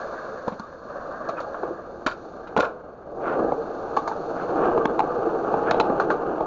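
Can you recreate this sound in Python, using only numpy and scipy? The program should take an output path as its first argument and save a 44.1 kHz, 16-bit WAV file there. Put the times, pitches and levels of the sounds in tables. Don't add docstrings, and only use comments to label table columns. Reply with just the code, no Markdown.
import sys
import numpy as np
from scipy import signal
from scipy.fft import rfft, irfft
from scipy.io import wavfile

SR = 44100
rng = np.random.default_rng(int(sys.argv[2]) if len(sys.argv) > 2 else 0)


def digitize_waveform(pressure):
    field = np.atleast_2d(pressure).T
    bounded = np.clip(field, -1, 1)
    quanta = np.round(bounded * 32767).astype(np.int16)
    wavfile.write(sys.argv[1], SR, quanta)


N = 284886
T = np.arange(N) / SR


def amp(db):
    return 10 ** (np.asarray(db) / 20)


def evened(x):
    return x / np.sqrt(np.mean(x ** 2) + 1e-20)


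def add(mix, start, sound):
    part = mix[round(start * SR):][:len(sound)]
    part += sound[:len(part)]


def colour(x, spectrum, size=4096):
    hz, db = np.transpose(spectrum)
    freqs = abs(np.fft.fftfreq(size, 1 / SR))
    log_gain = np.log(amp(np.interp(np.log(freqs + 1), np.log(hz), db)))
    taps = np.fft.ifft(np.exp(np.conj(signal.hilbert(log_gain)))).real
    return signal.fftconvolve(x, taps[:size // 2])[:len(x)]


def band(x, hz, kind, order=4):
    return signal.sosfilt(signal.butter(order, hz, kind, fs=SR, output="sos"), x)


def drift(rate_hz):
    rolloff = 1 + (np.fft.rfftfreq(N, 1 / SR) / rate_hz) ** 2
    return evened(irfft(rfft(rng.standard_normal(N)) / rolloff, N))


def swells(rows):
    return sum(height * np.exp(-((T - time) / width) ** 2) for time, width, height in rows)


def resonate(x, hz, width_hz):
    turn = np.exp(2j * np.pi * np.cumsum(hz) / SR)
    r = np.exp(-np.pi * width_hz / SR)
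    return (turn * signal.lfilter([(1 - r) ** 2], [1, -2 * r, r ** 2], x / turn)).real


def grit(per_s, spread_db, fine):
    size = amp(spread_db * np.minimum(rng.exponential(1, N), 4))
    grains = size * rng.choice([-1, 1], N) * (rng.random(N) < per_s / SR)
    return evened(evened(grains) + fine * rng.standard_normal(N))


# (time [s], base rumble level [dB], base hiss level [dB])
ROLL_LEVELS = [(0, -34.5, -55), (0.4, -38.5, -59), (0.78, -45.5, -65), (0.92, -36, -61.5),
               (1.35, -34, -61.5), (1.65, -37.5, -61.5), (1.82, -40, -66), (2.25, -39.5, -62.5),
               (2.55, -37.5, -67.5), (2.85, -41.5, -74.5), (3.051, -42, -73.5), (3.279, -33.5, -61.5),
               (3.7, -31, -60.5), (4.42, -29.5, -57), (4.921, -26.5, -61.5), (5.601, -24.5, -58.5),
               (6.151, -25.5, -63.5), (6.46, -28, -64)]
# (time [s], share [0-1])
NEAR_SHARE = [(1.3, 0.3), (2.2, 0.82), (3.2, 0.81), (4.4, 1)]
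# (time [s], half width [s], extra rumble [dB], extra whirr [dB])
ROUGH_PATCHES = [(1.68, 0.1, 5, 3), (3.2, 0.077, 5.5, -6), (3.41, 0.14, 10, 4), (4.647, 0.15, 8, 9),
                 (5.8, 0.18, 3.5, 2)]
# (frequency [Hz], level [dB])
FAR_ROLL_TONE = [(40, -12.5), (110, -33.5), (235, -5), (360, -22.5), (520, 3), (680, 3), (860, -19),
                 (1000, -5.5), (1180, -5), (1620, -10.5), (1950, -38.5), (2200, -49.5), (3000, -51.5),
                 (5000, -64.5)]
NEAR_ROLL_TONE = [(40, -19), (105, -22.5), (145, -12), (220, -13), (340, -3.5), (400, -3), (468, -2.5),
                  (560, -4), (780, -5), (990, -14.5), (1190, -10), (1570, -17), (1950, -41.5), (2750, -39),
                  (4500, -60)]


def rolling(near_whirr_db=-9.5, hiss_db=-2.0, split_hz=920, turn_hz=21, throb_db=1.16):
    times, *columns = np.transpose(ROLL_LEVELS)
    level, hiss = (np.interp(T, times, column) for column in columns)
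    near = np.interp(T, *np.transpose(NEAR_SHARE))
    rumble = level + swells((time, width, db) for time, width, db, _ in ROUGH_PATCHES)
    whirr = level + swells((time, width, db) for time, width, _, db in ROUGH_PATCHES)
    whirr += near * near_whirr_db
    turns = np.cumsum(turn_hz * (1 + 0.1566 * drift(1.6))) / SR
    throb = amp(throb_db * np.sin(2 * np.pi * turns))
    far_deck = evened(colour(throb * grit(per_s=900, spread_db=2.1, fine=1), FAR_ROLL_TONE))
    near_deck = evened(colour(throb * grit(per_s=1100, spread_db=2.3, fine=1), NEAR_ROLL_TONE))
    far_deck += wheel_hum(FAR_WHEEL_NOTES, waver=0.014, flare_db=5)
    near_deck += wheel_hum(NEAR_WHEEL_NOTES, waver=0.023, flare_db=4)
    out = amp(hiss + hiss_db) * bearing_hiss(throb)
    for kind, db in (("low", rumble), ("high", whirr)):
        far_part = evened(band(far_deck, split_hz, kind, order=5))
        near_part = evened(band(near_deck, split_hz, kind, order=5))
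        patchy_db = drift(16)
        out += amp(db + patchy_db) * (np.sqrt(1 - near) * far_part + np.sqrt(near) * near_part)
    return out


# (pitch [Hz], width [Hz], relative level [dB])
FAR_WHEEL_NOTES = [(545, 146, -3), (1173, 120, -8.5), (1605, 170, -12)]
NEAR_WHEEL_NOTES = [(337.2, 40.4, -10.5), (465.5, 33, -6.5), (805.7, 29, -15.5), (1179, 76, -14)]


def wheel_hum(notes, waver, flare_db):
    out = np.zeros(N)
    for hz, width, db in notes:
        flare = amp(flare_db * drift(7))
        note = resonate(rng.standard_normal(N), hz * (1 + waver * drift(1.9)), width)
        out += amp(db) * evened(flare * note)
    return out


# (frequency [Hz], level [dB])
BEARING_TONE = [(1500, -33.5), (2200, -5), (3050, -12.5), (3700, 2), (3950, -3), (4250, 7), (4700, -1.5),
                (5300, -9.5), (6000, -2), (6700, -4.5), (7400, -17)]


def bearing_hiss(throb):
    return joint_jolts() * evened(colour(throb * rng.standard_normal(N), BEARING_TONE))


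# (frequency [Hz], level [dB])
AIR_TONE = [(20, -10.5), (55, 1.5), (100, -3.5), (250, 2), (700, -14), (1500, -33.5), (2000, -28.5),
            (7000, -62.5)]


def outdoor_air(level_db=-50):
    return amp(level_db) * evened(colour(rng.standard_normal(N), AIR_TONE))


# (time [s], half width [s], level [dB])
SCUFF_STROKES = [(0.08, 0.51, -45), (1.392, 0.024, -32), (3.299, 0.066, -28), (4.41, 0.057, -35.5),
                 (4.635, 0.039, -30), (5.701, 0.062, -27.5)]
# (frequency [Hz], level [dB])
SCUFF_TONE = [(200, -38.5), (500, 1.5), (900, 4.5), (1450, 6), (1950, -15.5), (2450, -15.5), (3100, -24.5),
              (7000, -52.5)]


def scuffs(rasp_db=4.5):
    pressure = swells((time, width, amp(db)) for time, width, db in SCUFF_STROKES)
    catching = amp(rasp_db * np.tanh(drift(150)))
    return pressure * evened(colour(catching * rng.standard_normal(N), SCUFF_TONE))


def ringing(notes, t, ring):
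    out = np.zeros(len(t))
    for k, (hz, db, fade) in enumerate(notes):
        envelope = amp(db + rng.normal(0, 2.64) - 60 * t / (ring * fade))
        pitch = hz * rng.normal(1, 0.032)
        out += (-1) ** k * envelope * np.sin(2 * np.pi * pitch * t)
    return out


# (pitch [Hz], relative level [dB], fade time [s])
AXLE_NOTES = [(2270, -4.5, 0.042), (2673, 14, 0.029), (3990, 1.5, 0.054)]
# (frequency [Hz], level [dB])
TRUCK_TONE = [(1500, 2), (2300, 8), (3200, 0), (3950, 4.5), (4700, -5.5), (5400, -6.5), (6600, -5.5),
              (7400, -11)]


def knocks(hits, deck_notes, ring, rattle, crack_fade_s, ping_db, buzz_db, crack_top_hz, split_hz=880):
    size, span = 12000, 0.012 * SR
    t, out = T[:size], np.zeros(N)
    rise = 1 - np.exp(-t / 0.0015)
    lag = round(0.0008 * SR)
    for time, db, hard_db, crack_db, fade in hits:
        chatter, fizz = rng.standard_normal((2, size))
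        blow = rattle * chatter * amp(-60 * t / fade) / np.sqrt(fade * SR)
        blow[0] += 1
        wood = signal.fftconvolve(blow, ringing(deck_notes, t, ring))[:size]
        wood = band(wood, 1700, "low", order=12)
        wood = band(wood, 170, "high", order=2)
        buzz = amp(buzz_db - 60 * t / (2 * fade))
        crack = colour(fizz * (amp(-60 * t / crack_fade_s) + buzz), TRUCK_TONE)
        axle = amp(ping_db) * evened(ringing(AXLE_NOTES, t, ring=1))
        metal = band((evened(crack) + axle) * rise, crack_top_hz, "low", order=2)
        metal = np.pad(metal, (lag, 0))[:size]
        parts = band(wood, split_hz, "low"), band(wood, split_hz, "high"), metal
        soft = 1 / np.hypot(1, amp(hard_db))
        gains = soft, soft * amp(hard_db), amp(crack_db)
        knock = sum(gain * part / np.linalg.norm(part) for gain, part in zip(gains, parts))
        add(out, time, amp(db) * np.sqrt(span) * knock)
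    return out


# (time [s], level [dB])
DECK_BUMPS = [(0.138, -33.5), (0.471, -32.5), (1.631, -23.5), (3.519, -20), (4.774, -19.5), (5.538, -19.5),
              (5.898, -20.5), (6.23, -29), (6.379, -27.5), (6.404, -21.5)]
# (front time [s], rear time [s],
# front level [dB], rear level [dB], hardness [dB], crack [dB], chatter fade time [s])
SLAB_JOINTS = [(0.479, 0.596, -23.5, -36.5, -7.5, -25.5, 0.029),
               (1.2883, 1.403, -26, -29.5, -7.5, -20.5, 0.04), (3.9651, 4.075, -18, -24, 11, -26.5, 0.066),
               (4.854, 4.9915, -13.5, -19.5, -2.5, -17.5, 0.0076),
               (5.7091, 5.7986, -12, -12.5, -4, -11.5, 0.026),
               (5.998, 6.102, -17.5, -16.5, 4.5, -24.5, 0.075)]
# (time [s], level [dB], crack [dB])
TRUCK_RATTLES = [(0.52, -36.5, -15.5), (1.543, -32, -25), (2.47, -41, -11.5), (3.391, -27.5, -29),
                 (4.113, -28, -27)]
# (time [s], level [dB], crack [dB])
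WHEEL_HOPS = [(3.9705, -19.5, -22.5), (5.0016, -17, -21), (5.742, -20, -22.5), (5.809, -13.5, -22)]


def clacks(handover_s=3):
    hits = []  # (time [s], level [dB], hardness [dB], crack [dB], chatter fade time [s])
    for front_s, rear_s, front_db, rear_db, *edge in SLAB_JOINTS:
        hits += [(front_s, front_db, *edge), (rear_s, rear_db, *edge)]
    hits += [(time, db, -14, -32.5, 0.022) for time, db in DECK_BUMPS]
    hits += [(time, db, -7, crack_db, 0.008) for time, db, crack_db in WHEEL_HOPS]
    hits += [(time, db, 6, crack_db, 0.051) for time, db, crack_db in TRUCK_RATTLES]
    early = [hit for hit in hits if hit[0] < handover_s]
    late = [hit for hit in hits if hit[0] >= handover_s]
    return far_knocks(early) + near_knocks(late)


# (pitch [Hz], relative level [dB], base fade time [s])
FAR_DECK_NOTES = [(340, -9.5, 0.027), (451, 6, 0.04), (564, 7, 0.036), (639, -2, 0.097), (1054, 4.5, 0.02),
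                  (1130, -3.5, 0.078), (1390, -6.5, 0.1), (1411, -3, 0.068), (1670, -11, 0.029)]


def far_knocks(hits):
    return knocks(hits, FAR_DECK_NOTES, ring=0.31, rattle=3.8,
                  crack_fade_s=0.1, ping_db=-17, buzz_db=-17.5, crack_top_hz=5500)


# (frequency [Hz], fade time [s])
PARK_FADES = [(200, 0.45), (1200, 0.29), (2500, 0.22), (7000, 0.23)]


def park_reverb(x):
    reflections = rng.standard_normal(SR) * (rng.random(SR) < 0.06) * (T[:SR] > 0.012)
    hz, t, bands = signal.stft(reflections, SR, nperseg=256)
    fades = np.interp(hz, *np.transpose(PARK_FADES))[:, None]
    tail = signal.istft(bands * amp(-60 * t / fades), SR, nperseg=256)[1]
    return signal.fftconvolve(x, tail / np.linalg.norm(tail))[:N]


# (time [s], level [dB], rough pitch [Hz], fade time [s])
DECK_BOUNCES = [(0.478, -8.5, 214, 0.027), (0.521, -19, 211.2, 0.038), (0.597, -17, 217, 0.035),
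                (1.635, -18.5, 368, 0.069), (1.708, -14, 376, 0.042), (2.062, -10.5, 280, 0.03),
                (2.563, -11, 302, 0.03), (2.575, -6, 212, 0.061), (2.588, -5, 287, 0.022),
                (4.854, -17.5, 260, 0.016)]


def thumps():
    t, out = T[:SR // 4], np.zeros(N)
    for time, db, hz, fade in DECK_BOUNCES:
        pitch = hz * rng.normal(1, 0.05)
        envelope = amp(db - 60 * t / fade) * (1 - np.exp(-t * hz))
        add(out, time, envelope * np.sin(2 * np.pi * pitch * t))
    return out


def joint_jolts(jump_db=17, linger=1.55):
    shaking = sum((T >= time) * amp(-60 * abs(T - time) / (linger * fade))
                  for front_s, rear_s, *_, fade in SLAB_JOINTS for time in (front_s, rear_s))
    return 1 + amp(jump_db) * shaking


# (time [s], pitch [Hz], level [dB], fade time [s])
STEEL_PINGS = [(1.371, 2500, -44, 0.11), (4.076, 2140, -40, 0.042), (5.004, 4030, -41, 0.024),
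               (5.807, 4000, -18.5, 0.028), (6.001, 4150, -39, 0.037)]


def pings(detune=0.011, upper_db=-7):
    t, out = T[:SR // 4], np.zeros(N)
    for time, hz, db, fade in STEEL_PINGS:
        lower = np.sin(2 * np.pi * hz * t)
        upper = amp(upper_db) * np.sin(2 * np.pi * (hz * (1 + detune) * t + rng.random()))
        envelope = amp(db - 60 * t / fade) * (1 - np.exp(-t * SR / 20))
        add(out, time, envelope * (lower + upper))
    return out


# (time [s], level [dB], hardness [dB], crack [dB], chatter fade time [s])
TRICK_HITS = [(2.0625, -30.5, -13, -7.5, 0.014), (2.0655, -26, 11, -3, 0.019),
              (2.075, -23.5, 25, -20.5, 0.025), (2.5638, -13.5, -4.5, -20, 0.063),
              (2.574, -21, 4.5, -10, 0.012), (2.587, -15.5, -2, -29, 0.035),
              (2.5985, -16.5, -17.5, -17, 0.0076), (2.603, -16, 4.5, -10.5, 0.017),
              (2.628, -21.5, 18, -29, 0.025), (2.641, -30.5, 6, -17.5, 0.016),
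              (2.654, -29.5, 8.5, -24.5, 0.11)]


def pop_and_landing():
    return knocks(TRICK_HITS, FAR_DECK_NOTES, ring=0.47, rattle=5.2,
                  crack_fade_s=0.0034, ping_db=-17, buzz_db=-4.5, crack_top_hz=7000)


# (time [s], level [dB], fade time [s])
SLAP_HITS = [(2.0632, -20, 0.034), (2.575, -29, 0.0085), (2.6035, -31, 0.011)]
# (frequency [Hz], level [dB])
SLAP_TONE = [(150, -21), (350, 12), (700, 1), (1000, -10.5), (1400, 16.5), (1650, 8), (1950, -19.5),
             (2400, -14), (3150, -22), (4000, -8), (4600, -3.5), (5200, -23), (6300, -19.5), (7400, -25)]


def slaps(rise_s=0.0006, span_s=0.012):
    t, out = T[:SR // 4], np.zeros(N)
    for time, db, fade in SLAP_HITS:
        envelope = amp(-60 * t / fade) * (1 - np.exp(-t / rise_s))
        burst = colour(rng.standard_normal(len(t)) * envelope, SLAP_TONE)
        add(out, time, amp(db) * burst * np.sqrt(span_s * SR) / np.linalg.norm(burst))
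    return out


# (delay [s], level [dB])
WALL_ECHOES = [(0.047, -16)]


def wall_echoes(x):
    out, mids = np.zeros(N), band(x, [750, 4200], "band", order=2)
    for delay, db in WALL_ECHOES:
        add(out, delay, amp(db) * mids)
    return out


# (start [s], end [s], level [dB])
FLICK_STROKE = (2.079, 2.139, -36)


def shoe_flick(edge_s=0.004):
    start, end, db = FLICK_STROKE
    contact = np.clip(np.minimum(T - start, end - T) / edge_s, 0, 1)
    scrape = colour(grit(per_s=1500, spread_db=3, fine=0.61), SLAP_TONE)
    return amp(db) * contact * evened(scrape)


# (pitch [Hz], relative level [dB], base fade time [s])
NEAR_DECK_NOTES = [(134, -3.5, 0.038), (289, 1.5, 0.035), (465, -0.5, 0.073), (634, 4, 0.042),
                   (845, 5, 0.035), (1116.5, -5, 0.092), (1218, -8, 0.088), (1480, 0.5, 0.01)]


def near_knocks(hits):
    return knocks(hits, NEAR_DECK_NOTES, ring=0.78, rattle=5.5,
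                  crack_fade_s=0.025, ping_db=-13, buzz_db=4, crack_top_hz=5050)


# (time [s], half width [s], middle pitch [Hz], level [dB])
WHEEL_SLIPS = [(5.685, 0.019, 1650, -33), (6.021, 0.023, 1160, -32.5)]


def squeaks(rise_per_s=2.9, width_hz=80):
    out = np.zeros(N)
    for time, width, hz, db in WHEEL_SLIPS:
        pitch = hz * (1 + rise_per_s * np.clip(T - time, -2 * width, 2 * width))
        note = evened(resonate(rng.standard_normal(N), pitch, width_hz))
        out += swells([(time, width, amp(db))]) * note
    return out


def scene():
    trick = slaps() + pop_and_landing()
    clatter = clacks()
    air = outdoor_air()
    park = park_reverb(amp(-12.5) * trick + amp(-16) * clatter) + wall_echoes(trick)
    riding = rolling() + scuffs() + shoe_flick() + squeaks() + thumps() + pings()
    return (riding + trick + clatter + park + air)[None]


def record(dry, limit_db=-9.0, attack_s=0.00082, recover_db_per_s=200, ceiling=0.4, top_hz=7400):
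    r, recovery = np.exp(-1 / (attack_s * SR)), recover_db_per_s * T
    over_db = np.maximum(20 * np.log10(abs(dry) + 1e-9) - limit_db, 0)
    over_db = np.maximum.accumulate(over_db + recovery, axis=-1) - recovery
    held = dry / amp(signal.lfilter([1 - r], [1, -r], over_db))
    rounded = held / (1 + (held / ceiling) ** 8) ** (1 / 8)
    treble_cut = signal.firwin(511, top_hz, window=("kaiser", 9), fs=SR)
    return signal.oaconvolve(rounded, treble_cut[None], "same")


dry = scene()
out = record(dry)
digitize_waveform(out)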